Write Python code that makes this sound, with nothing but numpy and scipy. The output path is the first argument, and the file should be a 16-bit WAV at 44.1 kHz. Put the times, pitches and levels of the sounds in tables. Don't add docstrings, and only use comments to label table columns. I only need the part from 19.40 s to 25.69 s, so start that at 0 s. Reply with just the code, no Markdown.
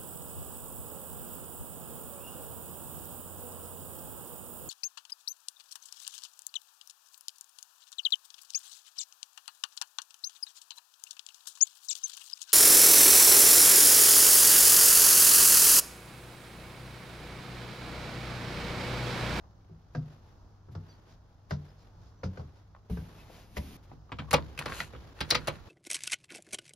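import sys
import numpy as np
from scipy import signal
from scipy.fft import rfft, irfft, next_fast_len
from scipy.io import wavfile
from scipy.ndimage import uniform_filter1d, map_coordinates

SR = 44100
rng = np.random.default_rng(int(sys.argv[2]) if len(sys.argv) > 2 else 0)


def put_to_file(sound):
    columns = np.atleast_2d(sound).T
    safe = np.clip(columns, -1, 1)
    whole_steps = np.round(safe * 32767)
    wavfile.write(sys.argv[1], SR, whole_steps.astype(np.int16))


N = 277389
T = np.arange(SR // 3) / SR

# t/s, board loading level/dB (before a 1.5 dB cut), sole strike level/dB,
# tap note f/Hz, its level/dB re strike, span mode f/Hz, plank mode f/Hz, its level/dB re span,
# twist mode f/Hz, its level/dB re span, cross-grain mode f/Hz, its level/dB (before a 5 dB cut)
FOOTFALLS = [(0.297, -49, -83, 1160, 2, 101.5, 159.3, 6.5, 205, -5, 370, -54.5),
             (0.549, -31.5, -46.5, 1600, 1, 125.7, 151, 5, 245.6, -7, 499, -48),
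             (1.285, -47, -70, 1320, -1, 107, 126.3, 1, 205, -6.5, 377, -55),
             (1.350, -37, -52.5, 1290, -4, 94.6, 158, -4.5, 231.5, -15, 520, -50.5),
             (2.108, -30.5, -39.5, 1394, -7.5, 85, 146.2, 2.5, 189, -4, 632, -38),
             (2.833, -32, -43, 1392, -1, 91, 186.7, -5, 122, -2, 520, -36.5),
             (2.972, -40, -51, 1473, -0.5, 79.7, 149.6, -5, 123, -1, 522, -44.5),
             (2.995, -45.5, -55, 1095, -3, 78.2, 140.3, -8, 178, -8, 690, -50),
             (3.498, -30.5, -63, 1090, -7, 66.2, 175.2, -0.5, 120, -13, 431, -38),
             (3.571, -36.5, -54, 1570, 0, 70, 154.7, -2, 100, 0, 430, -45),
             (4.168, -33, -46, 1943, 0, 72, 195, -10, 269, -15, 598, -37.5)]


def amp(db):
    return 10 ** (np.asarray(db) / 20)


def unit(x):
    return x / np.sqrt(np.mean(x ** 2) + 1e-20)


def struck(x, size=660):
    return x / np.sqrt(np.mean(x[..., :size] ** 2) + 1e-20)


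def along(points, hz):
    f, v = np.transpose(points)
    return np.interp(np.log(hz + 1), np.log(f + 1), v)


def curve(rows):
    return np.interp(np.arange(N) / SR, *np.transpose(rows))


def wobble(rate):
    knots = rng.standard_normal(int(N * rate / SR) + 4)
    return map_coordinates(knots, [np.arange(N) * rate / SR])


def swell(s, length):
    return np.exp(-.5 * ((np.arange(N) / SR - s) / length) ** 2)


def held(start, length, attack, release):
    t = np.arange(N) / SR - start
    return np.clip(t / attack, 0, 1) * amp(-60 * np.maximum(t - length, 0) / release)


def filtered(x, response):
    n = x.shape[-1]
    padded = next_fast_len(n + 8192)
    return irfft(rfft(x, padded) * response(np.fft.rfftfreq(padded, 1 / SR)), padded)[..., :n]


def panned(x, side):
    return filtered(x, lambda hz: amp(np.outer([.5, -.5], along(side, hz))))


def leading(x, lead):
    return filtered(x, lambda hz: np.exp(1j * np.outer([.5, -.5], along(lead, hz))))


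def noise(spectrum, width, size):
    def mid_and_side(hz):
        spread = width * (hz + 130) / (hz + 900)
        return amp(along(spectrum, hz)) * [np.ones_like(hz), spread]

    mid, side = filtered(rng.standard_normal((2, size)), mid_and_side)
    return unit(np.array([mid + side, mid - side]))


def burst(spectrum, t60, width, attack):
    envelope = amp(-60 * T / t60) * (1 - np.exp(-T / attack))
    return struck(noise(spectrum, width, len(T)) * envelope)


def ring(modes, attack, spread, pitch=1):
    hz, db, t60 = np.transpose(modes)[:, :, None]
    strength, phase, skew, detune = rng.standard_normal((4, len(modes), 1))
    decay = np.exp((db + 2.4 * strength - 60 * T / t60) * np.log(10) / 20)
    angle = (2 * np.pi * (pitch * hz * (1 + 0.004 * detune) * T + phase)).astype(np.float32)
    mid = np.sum(decay * np.cos(spread * skew) * np.sin(angle), 0)
    side = np.sum(decay * np.sin(spread * skew) * np.cos(angle), 0)
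    return struck(np.array([mid + side, mid - side]) * (1 - np.exp(-T / attack)))


def twang(hz, t60):
    modes = [(hz * 0.897, -7, t60 * 0.66), (hz, 0, t60), (hz * 1.13, -5, t60 * 0.55)]
    return ring(modes, attack=0.0001, spread=0.31)


def crumbs(depth_db):
    return unit(amp(depth_db * unit(uniform_filter1d(rng.standard_normal(len(T)), size=70))))


def answered(x, wet_db):
    # f/Hz, t60/s
    wall_t60 = [(100, 0.53), (500, 0.15), (2000, 0.11), (6000, 0.09), (12000, 0.075)]
    hz, t, cells = signal.stft(rng.standard_normal((2, len(T))), SR, nperseg=256)
    fading = cells * amp(-60 * t / along(wall_t60, hz)[:, None])
    mid, side = signal.istft(fading, SR, nperseg=256)[1][:, :len(T)] * (1 - np.exp(-T / 0.01))
    tail = np.array([mid + 0.65 * side, mid - 0.58 * side])
    tail = tail / np.linalg.norm(tail[0])
    return x + amp(wet_db) * signal.fftconvolve(x, tail, axes=1)[:, :len(T)]


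def add(track, s, x):
    room = track[:, round(s * SR):][:, :len(T)]
    room += x[:, :room.shape[1]]


def boom(span_hz, plank_hz, plank_db, twist_hz, twist_db):
    span = np.sin(2 * np.pi * span_hz * T) * amp(-60 * T / 0.36)
    plank = np.sin(2 * np.pi * plank_hz * T) * amp(plank_db - 60 * T / 0.38)
    twist = np.sin(2 * np.pi * twist_hz * T) * amp(twist_db - 60 * T / 0.27)
    shudder = [(20, -39), (55, 6), (110, 5), (200, 1.5), (280, -10.5), (450, -24.5), (1500, -100)]
    frame = noise(shudder, 0.12, len(T)) * amp(-4.0 - 60 * T / 0.27)
    return struck((span + plank + twist + frame) * (1 - np.exp(-(T / 0.015) ** 2)), size=1764)


def footsteps():
    # f/Hz, level/dB, t60/s
    plank_modes = [(242, -12.5, 0.15), (340, -7, 0.1), (411.4, 2.5, 0.13), (494, -3.5, 0.17),
                   (599, -2, 0.09), (695, 0, 0.06), (830, -5.5, 0.093), (957, -4, 0.096), (1113, -8, 0.062)]
    # f/Hz, level/dB
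    grit_colour = [(700, -10), (2200, 0.5), (3500, 1.5), (5200, 7.5), (7000, -6.5), (8500, -23.5),
                   (11000, -17), (15500, -35)]
    knock_colour = [(40, -36), (120, -33), (300, 11.5), (520, 4.5), (1100, -8), (1600, -6), (3000, -65),
                    (8000, -101)]
    firm_db, full_weight_db = -41, -27.5
    knock_db, knock_grows = -39, 0.41
    grit_db, grit_grows = -50, 1.38
    soft_landing_db = 6
    plank_scatter = 0.022
    track = np.zeros((2, N))
    for s, weight_db, strike_db, tap_hz, note_db, *low_modes, cross_hz, cross_db in FOOTFALLS:
        pitch = np.exp(plank_scatter * rng.standard_normal())
        firmness = strike_db - firm_db
        rise = 0.00058 * 2 ** (np.clip(-firmness, 0, 20) / soft_landing_db)

        sole_colour = [(tap_hz / 10, -35), (tap_hz * 0.24, -10), (tap_hz * 0.52, -8),
                       (tap_hz, -2), (tap_hz * 1.55, -13), (tap_hz * 8, -80)]
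        tread_modes = [(tap_hz * 0.75, -9, .035), (tap_hz * 0.93, -4, .035),
                       (tap_hz, 0, .04), (tap_hz * 1.08, -5, .03)]
        pop = ring(tread_modes, attack=rise, spread=0.61)
        sole = burst(sole_colour, t60=0.038, width=0.89, attack=rise)
        tap = amp(strike_db) * (0.88 * sole + amp(note_db) * pop)

        grains = struck(crumbs(2.5) * burst(grit_colour, t60=0.14, width=0.6, attack=0.00085))
        grit = amp(grit_db + grit_grows * firmness) * grains

        wood = 0.7 * ring(plank_modes, attack=0.0015, spread=0.6, pitch=pitch)
        wood = wood + 0.5 * burst(knock_colour, t60=0.077, width=0.6, attack=0.0044)
        knock = amp(knock_db + knock_grows * (firmness + weight_db - full_weight_db)) * wood

        cross = amp(cross_db - 5.0) * ring([(cross_hz, 0, .085)], attack=0.00079, spread=0.34)
        blow = answered(tap + grit + knock + cross, wet_db=-10.5)
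        add(track, s, blow + amp(weight_db - 1.5) * boom(*low_modes))
    return track


def scuffs():
    # centre t/s, level/dB, standard deviation t/s
    slides = [(0.54, -71, .006), (1.33, -65.5, .012), (2.106, -56, 0.0059), (3.792, -59.5, 0.037),
              (3.963, -56, 0.066), (4.177, -40, 0.0083), (4.443, -64.5, 0.012)]
    # f/Hz, level/dB
    scuff_colour = [(400, 9.5), (1500, 1.5), (2600, 1.5), (4500, -2), (7000, -7), (8500, -18),
                    (11000, -6.5), (14000, -13), (15500, -24)]
    motion = sum(amp(db) * swell(s, length) for s, db, length in slides)
    return motion * unit(amp(1.3 * wobble(700))) * noise(scuff_colour, 0.51, N)


def metal_blow(clack_db, body_db, latch_db):
    # f/Hz, level/dB, t60/s
    panel_modes = [(413, -6, 0.055), (486, -1.5, 0.11), (587, -8.5, 0.09), (656, -3, 0.04),
                   (853, 0.5, 0.047), (985, 0, 0.063), (1128, 6, 0.028), (1225, 0, 0.04),
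                   (1333, -7.5, 0.076)]
    steel_modes = [(1598, -5, 0.06), (1952, -3, 0.073), (2114, -6, 0.076), (2284, -2, 0.084),
                   (2490, 0, 0.046), (2820, -1.5, 0.07), (3157, -6, 0.06), (3341, -6.5, 0.075)]
    latch_modes = [(4035, 7, 0.081), (4170, 3, 0.075), (4500, 5, 0.074), (4660, 3, 0.07), (5100, 1, 0.08),
                   (5850, -3, 0.05)]
    # f/Hz, level/dB
    hollow_colour = [(120, -30), (300, 3), (420, 1), (540, 6.5), (750, -2.5), (1100, -3), (1600, -6),
                     (3000, -60), (8000, -100)]
    clack_colour = [(500, -22), (1200, 5), (2000, 6), (2800, 3), (3600, 1), (5000, -14), (6200, -39),
                    (7500, -8.5), (9000, -58), (15000, -57)]
    clink_colour = [(500, -60), (2500, -43), (3600, -1), (4100, 3.5), (5200, -1.5), (6000, -5), (7000, -26),
                    (9000, -46), (15000, -73)]
    hardness = 1 + 1.6 * np.exp(-T / 0.0018)

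    panel = 0.67 * ring(panel_modes, attack=0.00038, spread=0.68)
    panel = panel + 0.59 * burst(hollow_colour, t60=0.058, width=0.74, attack=0.00031)

    clack = 0.49 * ring(steel_modes, attack=0.00046, spread=0.87)
    crack = burst(clack_colour, t60=0.082, width=0.41, attack=0.0002)
    clack = clack + 0.71 * struck(hardness * crack)

    latch = 0.31 * ring(latch_modes, attack=0.00015, spread=0.43)
    clink = burst(clink_colour, t60=0.059, width=0.39, attack=0.00016)
    latch = latch + 0.45 * struck(hardness * clink)
    return amp(clack_db) * (clack + amp(body_db) * panel + amp(latch_db) * latch)


def door():
    # t/s, play before seating t/s, clack level/dB,
    # body, latch ring and tick level/dB re clack, the part's note f/Hz,
    # its level/dB re clack (before a 3 dB cut), leaf thump level/dB
    contacts = [(4.512, 0.0036, -68.5, 16, -23, -24, 790, 15, -50),
                (4.7185, 0.00061, -46, 4, -12, -40, 1146, 5.5, -47),
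                (4.7235, 0.0012, -51, 2.5, -7, -35, 970, 4, -44.5),
                (4.786, 0.0012, -46.5, -2.5, -10, -28, 1251, 4.5, -48),
                (4.7924, 0.0008, -47.5, -1, -7, -30, 3300, 0.5, -43),
                (4.7985, 0.001, -50, 2, -12, -35, 1520, 1, -40),
                (4.909, 0.0036, -37.5, -3.5, -0.5, -3.5, 995, -4, -44),
                (4.9295, 0.0015, -36, 3.5, -5, 0.5, 1155, 9.5, -42),
                (4.935, 0.003, -31.5, 7, -0.5, -3, 850, 5.5, -34),
                (4.9412, 0.000996, -29, 3, 1.5, -14.5, 2500, 0.5, -37),
                (5.176, 0.001, -46.5, -4, -6, -10, 2620, 2.5, -52),
                (5.1894, 0.0012, -40, -4, -2, -4, 2540, 3.5, -44.5),
                (5.257, 0.0031, -40.5, 2.5, -2, -12.5, 1390, 1.5, -43),
                (5.265, 0.0025, -46, 2.5, -8, -12, 1000, 0, -47),
                (5.3208, 0.0012, -44, -1, -16, -24, 1600, 6.5, -47.5),
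                (5.4016, 0.002, -39, -10, -1.5, -13, 1953, 7, -48),
                (5.534, 0.0015, -59, 10, -16, -31, 910, 3, -48.5),
                (5.547, 0.0035, -58, 8.5, -16, -31, 1330, -6, -47.5),
                (5.8052, 0.001, -35.5, -8, -3.5, -12, 1950, -5, -45.5),
                (5.8096, 0.002, -36, 0, 1, -21, 1580, -10, -41.5),
                (5.9045, 0.0048, -29.5, -9, 10.5, -2.5, 4320, 5, -49),
                (5.918, 0.0039, -35, 4.5, 1, -22, 1200, -4, -43),
                (5.946, 0.00098, -32.5, -9, -4, -16, 2090, 0.5, -48),
                (5.9507, 0.00098, -29, -4, 3, -17.5, 1260, -3, -42.5),
                (6.0725, 0.0049, -35, 0, -3, -7.5, 1266, -1, -44.5),
                (6.081, 0.002, -37.5, 3, -6, -6.5, 545, 9.5, -43.5)]
    # f/Hz, level/dB, t60/s
    leaf_modes = [(69.2, -3.5, 0.16), (112, 0.5, 0.11), (149.8, -1.5, 0.23), (202, -3.5, 0.1),
                  (261.3, -1, 0.064), (321, -12, 0.098)]
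    # f/Hz, level/dB
    tick_colour = [(2000, -34), (6000, 4), (8500, 1.5), (10500, 4.5), (13000, -7.5), (15800, -14)]
    sway_colour = [(20, -12), (45, -13), (70, 9), (100, -16), (200, -40), (600, -95.5)]
    touch_db = -7.5
    sway_db, sway_t60_s, sway_attack_s = -6, 0.59, 0.022
    rebound_s, rebound_db, rebound_scatter = .02, -21, .25
    track = np.zeros((2, N))
    for s, play_s, clack_db, body_db, latch_db, tick_db, note_hz, note_db, thump_db in contacts:
        tick = amp(clack_db + tick_db) * burst(tick_colour, t60=0.04, width=0.27, attack=0.00034)
        touch = metal_blow(clack_db + touch_db, body_db, latch_db)
        add(track, s, answered(tick + touch, wet_db=-15.5))

        sway_envelope = amp(sway_db - 60 * T / sway_t60_s) * (1 - np.exp(-T / sway_attack_s))
        sway = noise(sway_colour, 0.13, len(T)) * sway_envelope
        leaf = amp(thump_db) * (ring(leaf_modes, attack=0.0036, spread=0.06) + sway)
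        note = amp(clack_db + note_db - 3.0) * twang(note_hz, t60=0.033)
        blow = metal_blow(clack_db, body_db, latch_db)
        add(track, s + play_s, answered(blow + leaf + note, wet_db=-13.5))

        flight_s = rebound_s * np.exp(rebound_scatter * rng.standard_normal())
        add(track, s + play_s + flight_s, amp(rebound_db) * blow)
    return track


def bolts():
    # t/s, level/dB
    stops = [(4.932, -32.5), (4.9379, -19)]
    # f/Hz, level/dB, t60/s
    stile_modes = [(490, 0, 0.095), (560, 4, 0.036), (851, -1.5, 0.066), (952, -9, 0.06), (1155, -4, 0.07),
                   (1325, -12, 0.065), (2264, -13, 0.06), (2820, -9, 0.06), (3150, -10.5, 0.05)]
    frame_modes = [(128, -2, 0.14), (152.7, 3, 0.23), (258, -4.5, 0.11)]
    shake_db = -11
    track = np.zeros((2, N))
    for s, db in stops:
        stile = ring(stile_modes, attack=0.0027, spread=0.17)
        frame = ring(frame_modes, attack=0.0013, spread=0.11)
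        add(track, s, answered(amp(db) * (stile + amp(shake_db) * frame), wet_db=-22.5))
    return track


def seal():
    # start t/s, length t/s, level/dB before the rub and slip shares
    rubs = [(5.196, 0.027, -42.5), (5.262, 0.16, -42.5), (5.762, 0.4, -52.5), (5.888, .012, -36)]
    # f/Hz, bandwidth f/Hz, level/dB
    case_modes = [(616, 120, -9), (1000, 110, -3), (1410, 93, 4), (1870, 150, -1), (2640, 140, -4),
                  (4200, 400, -9.5)]
    # centre t/s, standard deviation t/s, level/dB
    peel_s, peel_length, peel_db = (5.385, 0.049, -47.5)
    # f/Hz, level/dB
    rub_colour = [(120, -38), (200, -14), (383, -6), (485, -8), (789, -7), (1410, -7), (7020, -21.5),
                  (8120, -29), (9380, -24), (12100, -27), (15000, -46)]
    peel_colour = [(1200, -25), (2300, -3), (2800, 4), (3400, -9), (4300, -1), (5300, -13), (6800, -3),
                   (8500, -11), (11500, -7), (15000, -30)]
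    rub_attack_s, rub_release_s = 0.022, 0.18
    slips_per_s, slip_scatter_db = 220, 3.5

    def case(f):
        total = 0
        for k, (hz, bandwidth, db) in enumerate(case_modes):
            damping = 1j * f * bandwidth
            total = total + (-1) ** k * amp(db) * damping / (hz * hz - f * f + damping)
        return total

    jerks = (rng.random(N) < slips_per_s / SR) * amp(slip_scatter_db * rng.standard_normal(N))
    slips = unit(filtered(jerks * (1 + 0.54 * rng.standard_normal((2, N))), case))
    drag = sum(amp(db) * held(s, length, rub_attack_s, rub_release_s) for s, length, db in rubs)
    peel = amp(peel_db + 1.9 * wobble(320)) * swell(peel_s, peel_length) * noise(peel_colour, 0.55, N)
    rub = amp(1.8 * wobble(210)) * noise(rub_colour, 0.7, N)
    return drag * (0.49 * rub + 0.53 * slips) + peel


def squeaks():
    # start t/s, length t/s, level/dB, mean f/Hz
    creaks = [(3.778, .045, -63, 2590), (4.873, 0.041, -58, 1104), (5.276, 0.047, -44, 1080),
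              (5.325, 0.11, -58, 2820)]
    waver = np.cumsum(1 + 0.035 * wobble(600)) / SR
    notes = 0
    for s, length, db, hz in creaks:
        envelope = held(s, length, attack=.012, release=.06)
        notes = notes + amp(db) * envelope * np.sin(2 * np.pi * hz * waver)
    return notes * amp(3.6 * wobble(160))


def ticks():
    # t/s, level/dB, f/Hz, t60/s
    touches = [(0.036, -57.5, 1060, 0.052), (1.351, -59.5, 4800, 0.022), (3.349, -51, 1400, .02),
               (3.364, -56, 1250, 0.018), (3.899, -48.5, 684, 0.023), (3.977, -55.5, 756, 0.033),
               (4.693, -54, 1214, 0.065), (4.821, -47, 1000, 0.018), (4.845, -54, 1060, 0.031),
               (4.968, -40, 3650, .018), (4.981, -34.5, 1070, 0.033), (4.983, -45, 1860, 0.035),
               (5.024, -56.5, 4340, 0.013), (5.213, -38, 1166, 0.035), (5.301, -43, 1400, 0.02),
               (5.403, -35, 1440, 0.04), (5.417, -44, 2300, 0.02), (5.562, -58, 3330, .03)]
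    track = np.zeros((2, N))
    for s, db, hz, t60 in touches:
        crack_colour = [(hz / 6, -24), (hz * 0.32, -6), (hz, 0), (hz * 0.77, -6), (hz * 2.2, -24), (hz * 9, -60)]
        crack = burst(crack_colour, t60, width=0.59, attack=0.00052)
        add(track, s, answered(amp(db) * (0.37 * twang(hz, t60) + 0.5 * crack), wet_db=-10.5))
    return track


def jacket():
    # delay after the footfall t/s, level/dB, standard deviation t/s
    swish_rows = [(0.158, -65, 0.066), (0.344, -69, 0.031)]
    # start t/s, length t/s, level/dB
    start, length, reach_db = (4.7, 1.6, -58.5)
    # f/Hz, level/dB
    cloth_colour = [(60, -45), (200, 14.5), (450, 11.5), (1100, 5.5), (1700, 2), (2400, -3.5), (3500, -3.5),
                    (5000, -7), (7000, -14), (8500, -29.5), (11000, -15.5), (15000, -26.5)]
    stride_db = -38.5
    rest_db = -72.5
    strides = [s for s, weight_db, *_ in FOOTFALLS if weight_db > stride_db]
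    swishes = sum(amp(db) * swell(s + delay, sigma) for s in strides for delay, db, sigma in swish_rows)
    reach = amp(reach_db) * held(start, length, attack=0.26, release=.5)
    motion = amp(rest_db) + swishes + reach
    return motion * amp(0.74 * wobble(18) + 1.9 * wobble(170)) * noise(cloth_colour, 1.0, N)


def sleeves():
    # centre t/s, level/dB, standard deviation t/s
    brushes = [(0.722, -76, 0.021), (1.715, -67, 0.026), (2.41, -68.5, 0.022), (2.66, -71, 0.044),
               (3.173, -75, 0.021)]
    # f/Hz, level/dB
    brush_colour = [(300, -7.5), (1500, -1), (2600, -6), (5200, 0.5), (7000, -8), (8500, -24), (11000, -19),
                    (15500, -26)]
    motion = sum(amp(db) * swell(s, length) for s, db, length in brushes)
    return motion * amp(1.8 * wobble(200)) * noise(brush_colour, 0.7, N)


def bird():
    # centre t/s, f/Hz at the centre, level/dB, standard deviation t/s, glide Hz/s
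    chirps = [(1.506, 4690, -60, 0.012, 500), (1.505, 5850, -66.5, 0.011, 800),
              (1.522, 3350, -73, 0.01, -6000), (1.524, 4330, -67, 0.008, -7000),
              (2.293, 4850, -71, 0.004, 6000), (2.298, 5150, -67.5, 0.007, 2000),
              (2.795, 6000, -75, 0.018, 1500)]
    echo_s, echo_db = 0.042, -12
    t = np.arange(N) / SR
    waver = 1 + 0.004 * wobble(450)
    notes = 0
    for s, hz, db, length, glide in chirps:
        cycles = np.cumsum(hz * waver + glide * (t - s)) / SR
        notes = notes + amp(db) * swell(s, length) * np.sin(2 * np.pi * cycles)
    notes = notes * amp(1.8 * wobble(170))
    return notes + amp(echo_db) * np.roll(notes, round(echo_s * SR))


def air():
    # f/Hz, level/dB
    rumble_colour = [(20, -11), (50, 3), (70, 0), (110, -4.5), (160, -7.5), (250, -15.5), (480, -22),
                     (850, -21), (1450, -28.5), (2300, -50), (5200, -38.5), (6500, -42.5), (8200, -60.5),
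                     (15500, -56.5)]
    hiss_colour = [(240, 10), (400, -1), (1380, -11.5), (2590, -8.5), (6680, -15.5), (8150, -32),
                   (9210, -15), (11800, -14.5), (14100, -19), (15500, -51)]
    # start t/s, length t/s
    hiss_span = (3.497, .871)
    # t/s, level/dB
    hiss_course = [(3.5, -51.5), (3.95, -74.5), (4.08, -65), (4.2, -50.5)]
    rumble = amp(-57.0 + 1.4 * wobble(5.0)) * noise(rumble_colour, 1.0, N)
    hum_angle = 2 * np.pi * 100 * np.arange(N) / SR + .5 * wobble(4.6)
    hum = amp(-57.5 + 0.81 * wobble(2.7)) * np.sin(hum_angle)
    hiss_gain = amp(curve(hiss_course)) * held(*hiss_span, attack=0.0023, release=0.0065)
    return rumble + hum + hiss_gain * noise(hiss_colour, 0.72, N)


def scene():
    # f/Hz, left-right level/dB
    step_side = [(200, 0.86), (500, 1), (1500, -0.7), (4000, 3.5), (6500, 5), (9000, -0.5)]
    door_side = [(200, -0.5), (700, 1), (2400, 1), (4400, 5.5), (8500, -0.5)]
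    swung_side = [(150, -4.5), (400, -2.5), (900, -2), (2000, -0.5), (4000, 0)]
    # f/Hz, left lead/rad
    swung_lead = [(150, -0.21), (400, -0.58), (900, -1.7), (2000, -0.49), (4000, -0.1)]
    # t/s, share from 0 to 1
    swing = [(5.0, 0), (5.3, 0.5), (5.8, 1)]
    opening = panned(door() + bolts() + seal() + squeaks(), door_side)
    swung = curve(swing)
    opened = leading(panned(opening, swung_side), swung_lead)
    opening = (1 - swung) * opening + swung * opened
    steps = panned(footsteps() + scuffs(), step_side)
    return steps + ticks() + opening + jacket() + sleeves() + bird() + air()


def record(dry):
    # f/Hz, left lead/rad
    channel_lead = [(20, 0), (200, 0), (900, 0.75), (2000, 0.5), (4500, 0.93), (6000, -1.04), (7400, -2),
                    (8300, -3.5), (10000, -4.5), (15000, -5.5)]
    top_hz = 15700
    return filtered(leading(dry, channel_lead), lambda hz: hz < top_hz)


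dry = scene()
out = record(dry)
put_to_file(out)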